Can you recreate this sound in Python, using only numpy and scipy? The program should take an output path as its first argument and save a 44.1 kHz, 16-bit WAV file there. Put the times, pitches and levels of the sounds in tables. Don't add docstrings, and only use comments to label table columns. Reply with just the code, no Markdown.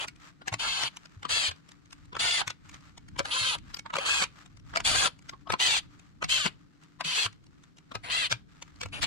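import sys
import numpy as np
from scipy import signal
from scipy.fft import rfft, irfft, next_fast_len
from scipy.io import wavfile
from scipy.ndimage import uniform_filter1d, map_coordinates

SR = 44100
rng = np.random.default_rng(int(sys.argv[2]) if len(sys.argv) > 2 else 0)


def store_pcm(level_fs):
    pcm = np.round(np.clip(level_fs, -1, 1) * 32767).astype(np.int16)
    wavfile.write(sys.argv[1], SR, np.atleast_2d(pcm).T)


N = 399653


def amp(db):
    return 10 ** (np.asarray(db) / 20)


def unit(x):
    return x / np.sqrt(np.mean(x ** 2) + 1e-20)


def along(points, hz):
    point_hz, values = np.transpose(points)
    return np.interp(np.log(hz + 1), np.log(point_hz + 1), values)


def wobble(rate, size):
    knots = rng.standard_normal(int(size * rate / SR) + 4)
    return map_coordinates(knots, [np.arange(size) * rate / SR])


def filtered(x, response):
    n = x.shape[-1]
    padded = next_fast_len(n + 4096)
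    return irfft(rfft(x, padded) * response(np.fft.rfftfreq(padded, 1 / SR)), padded)[..., :n]


def coloured(x, spectrum):
    return unit(filtered(x, lambda hz: amp(along(spectrum, hz))))


# lower_hz, upper_hz
CROSSOVERS = (1700, 5200)
def registers(x):
    low, below_top = [filtered(x, lambda hz: 1 / (1 + (hz / edge) ** 12)) for edge in CROSSOVERS]
    return low, below_top - low, x - below_top


def add(track, start_s, sound):
    start = round(start_s * SR)
    part = sound[:, max(-start, 0):N - start]
    track[:, max(start, 0):][:, :part.shape[1]] += part


def scattered(x, scatter_db, t60_s):
    t = np.arange(SR // 25) / SR
    paths = rng.standard_normal((2, len(t))) * amp(-60 * t / t60_s)
    paths *= amp(scatter_db) / np.linalg.norm(paths, axis=1, keepdims=True)
    paths[[0, 1], rng.integers(0, 40, 2)] += 1
    paths /= np.linalg.norm(paths, axis=1, keepdims=True)
    return signal.fftconvolve(x[None], paths, axes=1)[:, :len(x)]


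# start_s, demanded_speed_hz
SQUEEZES = [(3.305, 350), (4.05, 555), (4.895, 375), (4.945, 565), (5.67, 595), (6.37, 385), (7.146, 580),
            (8.096, 444)]
def motor_speed(t, on, off, first_speed_hz):
    lag_s, tighten_s, brake_s = .013, .02, .025
    sag_per_s, tighten_drop = .2, .36
    demanded = np.full(len(t), float(first_speed_hz))
    for start_s, speed_hz in SQUEEZES:
        if on < start_s < off:
            demanded = np.where(t > start_s, speed_hz, demanded)
    pole = np.exp(-1 / (lag_s * SR))
    unloaded = signal.lfilter([1 - pole], [1, -pole], demanded)
    sag = 1 - sag_per_s * (t - on)
    tightening = 1 - tighten_drop * np.exp(np.minimum(t - off, 0) / tighten_s)
    braking = np.exp(-np.maximum(t - off, 0) / brake_s)
    return np.maximum(unloaded * sag * tightening * braking, 1)


# cycles_per_turn, relative_db
SHAFT_ORDERS = [(3, -3), (4, 0), (5, -2)]
def gear_whine(turns, speed_hz):
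    resonance_hz, half_width_hz, boost_db = 2900, 1000, 4
    mesh_order, backlash_turns = 1.575, .036

    def partials(orders, level_db, rotation):
        resonance_db = boost_db / (1 + ((orders * speed_hz - resonance_hz) / half_width_hz) ** 2)
        flutter_db = 3 * np.array([wobble(55, len(turns)) for _ in orders])
        cycles = orders * rotation + rng.random(orders.shape)
        return np.sum(amp(level_db + resonance_db + flutter_db) * np.sin(2 * np.pi * cycles), axis=0)

    harmonic = np.arange(1, 14)[:, None]
    backlash = backlash_turns * wobble(170, len(turns))
    mesh = partials(mesh_order * harmonic, np.where(harmonic == 1, -5, 0), turns + backlash)
    orders, shaft_db = np.transpose(SHAFT_ORDERS)[:, :, None]
    return unit(mesh + partials(orders, shaft_db - 1.5, turns))


def gear_rattle(turns, depth=.37, chatter_db=2.5):
    n = len(turns)
    scrape = rng.standard_normal(n) * (1 + depth * np.cos(2 * np.pi * turns))
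    return unit(scrape * amp(chatter_db * wobble(420, n) + wobble(68, n)))


def switching_whistle(t, turns, pace, lower_db, upper_db, carrier_hz=9987, carrier_db=-62):
    def tone(cycles):
        return np.sin(2 * np.pi * (cycles + rng.random((2, 1)) / 4))

    side_gain = pace * amp(2.2 * wobble(50, len(t)))
    cycles = carrier_hz * t
    carrier = amp(carrier_db) * tone(cycles)
    sidebands = amp(lower_db) * tone(cycles - turns) + amp(upper_db) * tone(cycles + turns)
    return carrier + side_gain * sidebands


# frequency_hz, gain_db
HOUSING_RESPONSE = [(180, -38.5), (300, -22), (600, -14), (950, -8), (1900, -6.5), (2600, 0.5), (3150, 4),
                    (3800, 0), (4450, 0.5), (5300, -17), (7800, -15.5), (8800, -26.5), (11300, -38),
                    (14200, -38.5), (15400, -63.5)]
# on_s, off_s, demanded_speed_hz, gear_db,
# case_re_gear_db, treble_re_gear_db, lower_sideband_db, upper_sideband_db
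TRIGGER_PULLS = [(0.0, 0.048, 206, -28.5, -3, -9, -50, -54),
                 (0.596, 0.881, 345, -29.5, -7.5, -8.5, -50, -53),
                 (1.296, 1.492, 431, -28, -8.5, -7, -44, -66),
                 (2.197, 2.412, 461, -28.5, -6.5, -6.5, -42.5, -57),
                 (3.255, 3.553, 104, -27.5, -6.5, -8, -40.5, -48),
                 (3.995, 4.242, 164, -29.5, -4.5, -7.5, -57, -50),
                 (4.851, 5.076, 592, -28.5, -5, -4, -38.5, -50.5),
                 (5.6, 5.789, 653, -28, -10, -7.5, -49.5, -58),
                 (6.295, 6.48, 680, -29.5, -9.5, -7, -53, -53.5),
                 (7.047, 7.263, 333, -29.5, -10.5, -7.5, -50.5, -52),
                 (8.039, 8.27, 125, -29, -7.5, -11.5, -49.5, -52),
                 (8.93, 8.997, 150, -31, -4.5, -9.5, -49, -45), (9.022, 9.05, 310, -25, -12, -9, -63, -62)]
def driver(reference_speed_hz=450, slack_db=-2, slack_s=.0072):
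    out = np.zeros((2, N))
    for on, off, first_speed_hz, gear_db, case_db, treble_db, lower_db, upper_db in TRIGGER_PULLS:
        t = np.arange(on - .03, off + .06, 1 / SR)
        speed_hz = motor_speed(t, on, off, first_speed_hz) * (1 + .011 * wobble(70, len(t)))
        turns = np.cumsum(speed_hz) / SR
        pace = speed_hz / reference_speed_hz
        whine = amp(-.3) * gear_whine(turns, speed_hz)
        gearbox, socket = gear_rattle(turns), gear_rattle(turns)
        radiated = sum(scattered(part, scatter_db=-2, t60_s=.04) for part in (gearbox, socket, whine))
        case, mesh, treble = map(unit, registers(coloured(radiated, HOUSING_RESPONSE)))
        shudder_db = 2.4 * wobble(46, len(t))
        gears = pace ** 1.045 * mesh + amp(case_db + shudder_db) * pace * case
        gears += amp(treble_db) * pace ** 1.2 * treble
        whistle = switching_whistle(t, turns, pace, lower_db, upper_db)
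        envelope = amp(-60 * np.maximum(on - t, 0) / .031 - 60 * np.maximum(t - off, 0) / .061)
        bite = amp(slack_db * np.exp(-np.maximum(t - on, 0) / slack_s))
        add(out, t[0], envelope * bite * (amp(gear_db) * gears + whistle))
    return out


# frequency_hz, density_db
RUMBLE_SPECTRUM = [(12, -29.5), (20, -8), (64, -2.5), (102, -2.5), (157, -8.5), (247, -14.5), (300, -12),
                   (390, -36.5), (660, -120)]
# peak_s, relative_db
RUMBLE_SWELLS = [(0, -65.5), (.66, -64.5), (1.36, -63), (2.24, -55.5), (2.75, -64), (3.13, -58), (3.6, -57),
                 (4.2, -63), (4.92, -49.5), (5.7, -54.5), (6.35, -60), (7.141, -70), (8.18, -57.5),
                 (9.06, -55)]
def rumble(slope_db_per_s=49, floor_db=-77):
    t = np.arange(N) / SR
    swell_db = np.max([db - slope_db_per_s * np.abs(t - s) for s, db in RUMBLE_SWELLS], axis=0)
    noise = rng.standard_normal((2, N)) * amp(2.8 * wobble(6, N))
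    return amp(np.maximum(swell_db, floor_db) + 10.5) * coloured(noise, RUMBLE_SPECTRUM)


# frequency_hz, density_db
AIR_SPECTRUM = [(15, -33.5), (25, -5), (93, -8.5), (158, 8), (224, -5), (293, -1.5), (344, -8), (637, -25),
                (709, -21.5), (2240, -38), (3090, -35.5), (4150, -29), (4620, -30.5), (7680, -41),
                (15000, -52.5)]
def room_tone(air_db=-60, hum_db=-69, hum_hz=290, half_width_hz=5):
    noise = rng.standard_normal((2, N))
    hum = unit(filtered(noise, lambda hz: 1 / (1 + ((hz - hum_hz) / half_width_hz) ** 2)))
    air = coloured(rng.standard_normal((2, N)), AIR_SPECTRUM)
    return amp(air_db) * air + amp(hum_db) * hum


# frequency_hz, t60_s
REVERB_TIMES = [(200, .35), (1000, 0.21), (4000, 0.23), (7000, 0.16), (11000, 0.2)]
def reverberation(x):
    hz, t, spectra = signal.stft(rng.standard_normal((2, SR // 2)), SR, nperseg=256)
    decay = amp(-60 * t / along(REVERB_TIMES, hz)[:, None])
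    tail = signal.istft(spectra * decay, SR, nperseg=256)[1]
    return signal.fftconvolve(x, tail / np.linalg.norm(tail[0]), axes=1)[:, :N]


# pitch_hz, level_db, t60_s
STEEL_MODES = [(2317, 4.5, 0.075), (2790, 6, 0.025), (4030, -11.5, 0.028), (4350, -4.5, .07),
               (7860, -15.5, 0.091), (12880, -25, 0.067)]
# frequency_hz, density_db
CONTACT_SPECTRUM = [(88, -29), (150, -4), (284, -10), (810, -4), (945, 1), (1790, -3.5), (2800, -3),
                    (4540, -10.5), (7670, -21), (9300, -29.5), (12900, -44.5), (15400, -52.5)]
def impacts(events, low_db, middle_db, high_db, ring_db, clank_db, rise_s, t60_s):
    out = np.zeros((2, N))
    t = np.arange(-SR // 50, SR // 5) / SR
    after = np.maximum(t, 0)
    for start_s, level_db, hardness_db, case_hz in events:
        contact = amp(-60 * after / t60_s + 60 * np.minimum(t, 0) / rise_s)
        snap = amp(6 - 60 * np.abs(t - .002) / .007)
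        crack = coloured((contact + snap) * rng.standard_normal(len(t)), CONTACT_SPECTRUM)
        ring = np.zeros(len(t))
        for pitch_hz, mode_db, mode_t60_s in STEEL_MODES:
            decay = amp(mode_db + rng.normal(0, 3) - 60 * after / mode_t60_s)
            ring += decay * np.sin(2 * np.pi * pitch_hz * rng.normal(1, .03) * after)
        clank = contact * np.sin(2 * np.pi * case_hz * t)
        blow = crack + amp(ring_db) * unit(ring) + amp(clank_db) * unit(clank)
        bands = registers(scattered(blow, scatter_db=2.5, t60_s=.011))
        powers = [uniform_filter1d(np.mean(band ** 2, axis=0), size=220).max() for band in bands]
        low, middle, high = [band / np.sqrt(power) for band, power in zip(bands, powers)]
        body = amp(low_db - hardness_db) * low + amp(middle_db) * middle
        tick = amp(high_db + hardness_db - 60 * after / .12) * high
        add(out, start_s + t[0], amp(level_db) * (body + tick))
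    return out


# start_s, level_db, hardness_db, case_pitch_hz
KNOCKS = [(.082, -40, 6.5, 1430), (.418, -53.5, -6.5, 1420), (.46, -58, -4, 1200), (.48, -30.5, 2, 775),
          (.526, -37, -2.5, 1080), (.539, -30, 3.5, 1120), (1.23, -43, -1, 830), (1.252, -37, -6.5, 1000),
          (1.513, -40.5, 0, 1620), (2.129, -48.5, -6.5, 1200), (2.151, -42.5, -4.5, 1000),
          (2.166, -37, -5.5, 1320), (2.477, -31.5, 4.5, 1490), (2.503, -35.5, 3.5, 1470),
          (3.163, -51.5, -5, 1620), (3.191, -28, 5.5, 980), (3.2, -35.5, -7.5, 558),
          (3.254, -35.5, 0, 1395), (3.861, -45.5, -8, 910), (3.903, -46, -8, 1280), (3.938, -34, -4, 598),
          (3.955, -32, -3, 996), (3.966, -30, 0, 970), (3.985, -30.5, -2, 554), (4.737, -46, -7.5, 930),
          (4.758, -28.5, -2, 643), (4.771, -25.5, 1, 672), (4.803, -34.5, 0.5, 1190),
          (5.334, -56.5, -13.5, 1094), (5.473, -51, -9, 1100), (5.502, -31.5, -5, 1285),
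          (5.522, -31, 3.5, 740), (5.537, -29.5, -5.5, 1035), (6.225, -32.5, -4.5, 1273),
          (6.242, -31, 2, 735), (7.008, -33.5, -2, 1012), (7.917, -45.5, -5, 1380),
          (7.953, -35, -0.5, 1280), (8.813, -35.5, 3, 715), (8.832, -36.5, 2, 496),
          (8.858, -43.5, -1, 1370)]
def socket_knocks():
    return impacts(KNOCKS, low_db=1, middle_db=.5, high_db=-6,
                   ring_db=-12.5, clank_db=-6, rise_s=.031, t60_s=.06)


# frequency_hz, density_db
GLOVE_SPECTRUM = [(290, -40.5), (500, -8), (990, -0.5), (1230, 6), (2260, -1), (2680, -3.5), (7680, -11.5),
                  (10800, -32.5), (13200, -24.5), (15000, -43)]
# centre_s, half_width_s, relative_db
GLOVE_STROKES = [(0.259, 0.052, -58.5), (0.933, 0.17, -65), (1.56, 0.17, -74), (2.0, 0.058, -69.5),
                 (2.73, 0.078, -62.5), (2.88, 0.034, -58.5), (3.716, 0.057, -64), (4.408, 0.059, -63.5),
                 (4.712, 0.042, -63.5), (5.305, .05, -64), (5.96, 0.055, -64), (6.83, 0.018, -66),
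                 (7.386, 0.046, -108), (8.73, 0.18, -69)]
def gloves(grip_db=-71.5):
    t = np.arange(N) / SR
    crinkle = rng.standard_normal((2, N)) * amp(2.5 * wobble(24, N) + 2.5 * wobble(350, N))
    strokes = sum(amp(db) * np.exp(-((t - s) / half_s) ** 2) for s, half_s, db in GLOVE_STROKES)
    return amp(3.5) * (amp(grip_db) + strokes) * coloured(crinkle, GLOVE_SPECTRUM)


# start_s, relative_db
THUMPS = [(.52, -33.5), (0.83, -45), (1.166, -42), (1.318, -47), (1.483, -39.5), (2.47, -44), (3.411, -39),
          (4.864, -45), (5.496, -33), (6.237, -33), (7.052, -40), (7.254, -38.5), (7.952, -39),
          (8.322, -35.5), (8.852, -36), (9.021, -34)]
def frame_thumps(mean_pitch_hz=103, rise_s=.004, t60_s=.14, gain_db=6):
    out = np.zeros((2, N))
    t = np.arange(SR // 3) / SR
    swell = 1 - np.exp(-t / rise_s)
    for start_s, level_db in THUMPS:
        pitch_hz = mean_pitch_hz * rng.normal(1, .21)
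        swing = np.sin(2 * np.pi * (pitch_hz * t + rng.random((2, 1))))
        add(out, start_s, amp(level_db + gain_db - 60 * t / t60_s) * swell * swing)
    return out


# start_s, relative_db, hardness_db, case_pitch_hz
SEATS = [(.834, -25, 4, 1135), (2.415, -26, -6.5, 804), (4.222, -22, -0.5, 1516), (4.236, -23.5, 3, 1226),
         (5.058, -21, -2.5, 1358), (6.461, -20.5, -2.5, 1385), (7.262, -28.5, -5, 1397),
         (8.316, -22.5, 3, 1356), (8.324, -18.5, 0.5, 1000), (9.029, -23.5, 1.5, 1396),
         (9.039, -25, 4, 1522)]
def seating_snaps():
    return impacts(SEATS, low_db=-7.5, middle_db=-5.5, high_db=-11,
                   ring_db=-12, clank_db=-18.5, rise_s=.067, t60_s=.085)


# start_s, level_db
TICKS = [(0.969, -42), (1.056, -50.5), (1.69, -55), (1.717, -53.5), (1.928, -46.5), (2.694, -50.5),
         (2.742, -47.5), (2.978, -48.5), (3.085, -54.5), (3.584, -51.5), (3.743, -41), (3.769, -43.5),
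         (3.792, -39.5), (4.46, -54), (5.19, -59), (5.294, -39.5), (5.995, -56), (6.835, -60.5),
         (7.328, -59), (7.44, -66), (7.784, -56), (8.624, -41.5)]
def socket_ticks(faint_count=22, faint_db=-56.5, spread_db=8.5, hardness_db=4.5, case_hz=1383):
    draws = rng.random((faint_count, 2))
    faint = [(when * N / SR, faint_db - spread_db * softness) for when, softness in draws]
    events = [(start_s, level_db, hardness_db, case_hz) for start_s, level_db in TICKS + faint]
    return impacts(events, low_db=.5, middle_db=.2, high_db=-5.5,
                   ring_db=-13.5, clank_db=-7.5, rise_s=.03, t60_s=.037)


# start_s, level_db
CLINKS = [(2.475, -47), (3.744, -26.5), (3.768, -45.5), (5.296, -43)]
def bolt_clinks():
    modes = [(4880, 1.5, .024), (13000, -26, .076)]  # pitch_hz, level_db, t60_s
    out = np.zeros((2, N))
    t = np.arange(SR // 5) / SR
    ring = sum(amp(db - 60 * t / t60_s) * np.sin(2 * np.pi * hz * t) for hz, db, t60_s in modes)
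    for start_s, level_db in CLINKS:
        add(out, start_s, amp(level_db) * scattered(ring, scatter_db=-7, t60_s=.013))
    return out


def scene():
    work = socket_knocks() + seating_snaps() + socket_ticks() + driver() + bolt_clinks()
    background = frame_thumps() + gloves() + rumble() + room_tone()
    balance_db = [[1], [-1]]
    return (work + amp(-21.5) * reverberation(work) + background) * amp(balance_db)


def record(dry, cutoff_hz=15700):
    return filtered(dry, lambda hz: hz < cutoff_hz)


dry = scene()
out = record(dry)
store_pcm(out)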